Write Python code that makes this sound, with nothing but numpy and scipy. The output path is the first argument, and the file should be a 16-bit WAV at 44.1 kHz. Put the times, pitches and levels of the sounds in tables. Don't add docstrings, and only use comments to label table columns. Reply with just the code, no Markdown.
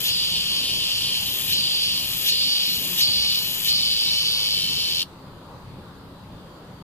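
import sys
import numpy as np
from scipy import signal
from scipy.fft import rfft, irfft, next_fast_len
from scipy.io import wavfile
from scipy.ndimage import uniform_filter1d, map_coordinates

SR = 44100
rng = np.random.default_rng(int(sys.argv[2]) if len(sys.argv) > 2 else 0)


def to_wav(s):
    ch = np.atleast_2d(s).T
    pcm = np.round(np.clip(ch, -1, 1) * 32767)
    wavfile.write(sys.argv[1], SR, pcm.astype(np.int16))


def voltage_ratio(decibels):
    exponent = np.asarray(decibels, float) / 20
    return 10 ** exponent


N = 302967
TIME_S = np.arange(N) / SR
STOP_S = 5.0275


def evened(x):
    return x / np.sqrt(np.mean(x ** 2) + 1e-20)


def read(points, hz):
    f, value = np.transpose(points)
    return np.interp(np.log(hz + 1), np.log(f + 1), value)


def curves(rows):
    s, *columns = np.transpose(rows)
    return [np.interp(TIME_S, s, column) for column in columns]


def wander(per_s):
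    return evened(np.interp(TIME_S * per_s, np.arange(200), rng.standard_normal(200)))


def resonate(x, hz, width_hz):
    turn = np.exp(2j * np.pi * np.cumsum(hz * np.ones(N)) / SR)
    r = np.exp(-np.pi * width_hz / SR)
    smooth = signal.lfilter([(1 - r) ** 2], [1, -2 * r, r * r], x / turn + 1e-18)
    return 2 * (turn * smooth).real


def resonances(drive, modes, scale):
    total = 0
    for k, (pitch, width_hz, level_db) in enumerate(modes):
        total = total + (-1) ** k * voltage_ratio(level_db) * resonate(drive, pitch * scale, width_hz)
    return total


def coloured(x, gain):
    size = next_fast_len(N)
    return irfft(rfft(x, size) * gain(np.fft.rfftfreq(size, 1 / SR)), size)[..., :N]


def posture():
    # sink_start_s, leap_up_s, accent_db, ring_db after the leap, shrill_db after the leap
    phrases = [
        (-.27, 0.08, 1.5, -33, -46),
        (1.144, 1.525, 1.5, -32, -39),
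        (1.927, 2.285, 3, -30.5, -35),
        (2.596, 3.008, 3, -29, -32),
        (3.28, 3.682, 2, -28.5, -38),
    ]
    leap_length_s, accent_width_s = 0.054, .022
    ring_late_s, shrill_early_s = 0.0086, 0.012
    sink_s, leap_s, accent_db, ring_after_db, shrill_after_db = np.array(phrases).T[:, :, None]

    def sunk(late_s):
        sinking = np.clip((TIME_S - sink_s) / (leap_s - sink_s), 0, 1)
        leaping = np.clip(.5 - (TIME_S - leap_s - late_s) / leap_length_s, 0, 1)
        return (sinking * leaping).max(0)

    def accent(late_s):
        return (accent_db * np.exp(-.5 * ((TIME_S - leap_s - late_s) / accent_width_s) ** 2)).sum(0)

    def smooth(curve):
        return uniform_filter1d(curve, round(leap_length_s * SR))

    phrase = np.maximum(np.searchsorted(leap_s[:, 0], TIME_S) - 1, 0)
    since_s = np.maximum(TIME_S - leap_s[phrase, 0], 0)
    fresh = np.exp(-since_s / 0.43)
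    sunk_early = sunk(-leap_length_s / 2)

    slump = since_s / 0.074 * np.exp(1 - since_s / 0.074)
    belly_db = -26 - 9.5 * sunk_early + accent(0) - 2 * slump
    ring_db = ring_after_db[phrase, 0] + 4.5 * fresh - 44 * sunk_early ** 2.5 + 0.57 * accent(ring_late_s)
    rattle_db = -32.5 + 3.5 * sunk(0) + 1.8 * accent(0)

    opened = np.maximum(1 - np.exp(-sunk(0) / 0.17), .5 * np.exp(-since_s / .04))
    shrill_closed_db = shrill_after_db[phrase, 0] - 13 * fresh
    shrill_db = shrill_closed_db * (1 - opened) - 22.5 * opened + 0.95 * accent(-shrill_early_s)

    ring_hz = 4330 + 560 * fresh * (TIME_S > leap_s[0]) - 900 * sunk(ring_late_s)
    shrill_sag = 1 - 0.06 * sunk(0)
    squeal = voltage_ratio(-33.5 - belly_db) * accent(0) / accent_db.max()
    over_belly_db = ring_db - belly_db, rattle_db - belly_db, shrill_db - belly_db
    return belly_db, *over_belly_db, smooth(ring_hz), smooth(shrill_sag), squeal, fresh


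def snap_trains():
    # time_s, strokes_per_s
    strokes = [(0.05, 121), (0.4, 119), (0.85, 123.4), (1.15, 131), (1.3, 123.5), (1.6, 129.5), (2.05, 120),
               (2.43, 130), (2.77, 120.5), (3.08, 130), (3.35, 124.4), (3.57, 112.3), (4.15, 114),
               (4.45, 106.2), (4.72, 86), (4.95, 84)]
    # time_s, place (0-1)
    second_drum = [(0, 0.56), (3.4, 0.46), (3.8, 0.62), (4.4, 0.63), (4.7, 0.6), (5.03, 0.24)]
    jitter_s, slip_s, uneven_db = .00009, .00002, 1.2
    tired_s = np.maximum(TIME_S - 1.7, 0)
    lag_s = (2.87 - .09 * tired_s) / 1000

    strokes_hz, = curves(strokes)
    turns = np.cumsum(strokes_hz) / SR
    turns -= turns[round(STOP_S * SR) - 1]
    trains = np.zeros((4, N))
    for drum, place in enumerate((0, *curves(second_drum))):
        at = np.flatnonzero(np.diff(np.floor(turns - place)) > 0)
        at = at[at <= STOP_S * SR]
        shift, slip, inward, outward = rng.standard_normal((800, 4))[:len(at)].T
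        buckle = at + np.round(shift * jitter_s * SR).astype(int)
        back = at + np.round((shift * jitter_s + lag_s[at] + slip * slip_s) * SR).astype(int)
        trains[drum, buckle] = voltage_ratio(uneven_db * inward)
        trains[drum + 2, back] = voltage_ratio(uneven_db * outward)
    return trains


def crackle(train, decay_s, steady):
    puff = signal.lfilter([1], [1, -np.exp(-1 / (decay_s * SR))], train)
    return (evened(puff) + steady) * rng.standard_normal((2, N))


def cicada():
    # belly_db, ring_db, rattle_db, shrill_db
    snaps = [
        (0, 0, -1, -2),
        (-1.5, -2, -2, -4),
        (-2, -1, -3, -4),
        (-2.5, -1, -1, 0),
    ]
    # pitch_hz, width_hz, level_db
    belly_modes = [(2252, 73, -7.5), (2492, 71, -7.5), (2784, 334, -7), (3055, 364, 2.5), (3540, 1196, -7)]
    # pitch (factor on the ring pitch), width_hz, level_db
    ring_modes = [(.86, 900, -2), (1.0, 520, 1), (1.09, 700, -6)]
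    # pitch_hz, level_db
    rattle_colour = [(1000, -56), (1800, 4.5), (2050, -0.5), (2400, 8), (5000, 9.5), (5900, 2.5),
                     (7500, 2.5), (8800, 0.5), (10500, 6.5), (11400, 5), (12000, -8), (13000, 6),
                     (15500, 0)]
    # pitch_hz, width_hz, level_db
    shrill_modes = [(12800, 800, -1), (13700, 1000, 0.1), (14500, 700, -6), (15300, 500, -10)]
    belly_db, ring_db, rattle_db, shrill_db, ring_hz, shrill_sag, squeal, fresh = posture()
    low, mid, wide, top = voltage_ratio(np.transpose(snaps)) @ snap_trains()

    belly_drive = evened(low) + .35 * evened(crackle(low, .001, .8))
    belly = resonances(belly_drive, belly_modes, 1)

    ring_drive = evened(mid) + .45 * evened(crackle(mid, .001, .8))
    ring_hz = ring_hz * (1 + .02 * wander(22.0))
    skin = -resonances(ring_drive, ring_modes, ring_hz)
    rim = resonate(ring_drive, 5380, 680)
    ring = evened(skin) + voltage_ratio(-7 - 1.5 * fresh) * evened(rim)
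    overtone = squeal * evened(resonate(ring_drive, 1.48 * ring_hz, 900))

    def rattle_gain(hz):
        return voltage_ratio(read(rattle_colour, hz)) * hz ** 2 / (hz ** 2 + 900 ** 2)

    rattle = coloured(crackle(wide, 0.00033, 1.0), rattle_gain)

    shrill_drive = .35 * evened(top) + evened(crackle(top, .0006, .8))
    shrill = resonances(shrill_drive, shrill_modes, shrill_sag)

    body = overtone + evened(belly)
    body += voltage_ratio(ring_db + 3.98 + wander(24.0)) * evened(ring)
    body += voltage_ratio(rattle_db + 1.75) * evened(rattle)
    body += voltage_ratio(shrill_db - 6.5) * evened(shrill)
    alive = np.exp(-np.maximum(TIME_S - STOP_S - .004, 0) / 0.0066)
    return voltage_ratio(belly_db) * alive * body


def ports(pair):
    # pitch_hz, level_db
    shadow = [(1500, 6.5), (2400, -9.5), (3200, -0.5), (4200, 2), (4950, -0.5), (5450, -10.5), (6200, 2.3),
              (8000, 0), (8700, -11), (9100, -20), (9600, -8.5), (11800, 2), (12600, -14.5), (14400, -7),
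              (15100, 0)]
    # pitch_hz, likeness (0-1)
    near_same = [(1500, .6), (2300, .5), (2700, .95), (4400, .96), (5000, .7), (5600, .4), (6400, .5),
                 (7400, .93), (8400, .3), (12000, .25), (13500, .5)]
    # pitch_hz, phase (radians)
    trail = [(1200, .3), (1900, 2.4), (2500, .9), (3450, 2.2), (4300, 3.1), (5500, 4.1), (7000, 5.9),
             (7800, 6.5), (10000, 8.5), (13000, 11), (15500, 13)]
    main, unrelated = pair[0], np.roll(pair[1], round(.0011 * SR))

    def late(hz):
        return voltage_ratio(read(shadow, hz)) * np.exp(-1j * read(trail, hz))

    def same(hz):
        return np.clip(read(near_same, hz), 0, 1)

    right = coloured(main, lambda hz: late(hz) * same(hz))
    right += coloured(unrelated, lambda hz: late(hz) * np.sqrt(1 - same(hz) ** 2))
    sway_s = .000014 * wander(22.0)
    right = map_coordinates(right, [np.arange(N) + sway_s * SR], order=3, mode="nearest")
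    return np.array([main, right])


def nook(x):
    t = np.arange(4000) / SR
    signs = rng.choice([-1., 1.], (2, 4000))
    sparse = rng.random((2, 4000)) < .05
    taps = signs * sparse * voltage_ratio(-60 * t / .13) * (t > .0015)
    return signal.fftconvolve(x, taps / np.linalg.norm(taps[0]), axes=1)[:, :N]


def town_wash():
    # pitch_hz, level_db per Hz
    hum = [(15, -53), (25, -47), (48, 4.5), (129, -0.5), (183, 2.5), (227, -7), (598, -8.5), (666, -15.5),
           (895, -10.5), (1170, -12), (2300, -26.5), (3530, -21.5), (4750, -23), (5430, -34.5),
           (15500, -37.5)]
    # pitch_hz, likeness (-1 to 1)
    hum_same = [(60, 1), (150, 1), (380, 0.87), (950, 0.7), (2380, -0.12), (5980, -0.036), (15000, 0.11)]
    frames = N // 256 + 5
    hz = np.fft.rfftfreq(1024, 1 / SR)[:, None]
    a, b, c, d, patches = rng.standard_normal((frames, 513, 5)).T
    patches = evened(uniform_filter1d(uniform_filter1d(patches, 10, 0), 20, 1))
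    same = np.clip(read(hum_same, hz), -1, np.sqrt(15 / 16))
    left = a + 1j * b
    right = same * left + np.sqrt(1 - same ** 2) * (c + 1j * d)
    z = np.array([voltage_ratio(-9.0) * left, voltage_ratio(-10.0) * right])
    z *= 1 / (1 + (38 / (hz + 1)) ** 4)
    low = 1 / (1 + (hz / 450) ** 2)
    swell_db = .5 * np.resize(wander(1.5)[::256], frames)
    z *= voltage_ratio(read(hum, hz) + 1.5 * patches + low * swell_db)
    return voltage_ratio(-42) * evened(signal.istft(z, nperseg=1024, noverlap=768)[1][:, :N])


def far_motor():
    motor_hz = 177 + 2.5 * wander(2.5)
    passing = np.exp(-.5 * ((TIME_S - 2.85) / .45) ** 2)
    motor_db = -57 + 6 * passing + 2 * wander(2.45)
    drone = 0
    for multiple, level_db in ((1, -1.1), (1.5, -2.5), (2, -6.5)):
        tone = resonate(rng.standard_normal(N), multiple * motor_hz, 17.0)
        drone = drone + voltage_ratio(level_db) * evened(tone)
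    return voltage_ratio(motor_db) * drone


def scene():
    near = ports(cicada())
    return near + voltage_ratio(-16) * nook(near) + town_wash() + far_motor()


def band_limit(x):
    return signal.sosfilt(signal.butter(12, 16860, fs=SR, output="sos"), x)


def record(dry):
    squeezed = .8 * np.tanh(dry / .8)
    gate = np.clip((6.826 - TIME_S) / .002, 0, 1)
    gate *= np.clip(0.9 + TIME_S / .04, 0, 1)
    treble_limit = signal.firwin(511, 15500, window=("kaiser", 9), fs=SR)
    limited = signal.oaconvolve(squeezed * gate, treble_limit[None], "same")
    return band_limit(limited)


dry = scene()
out = record(dry)
to_wav(out)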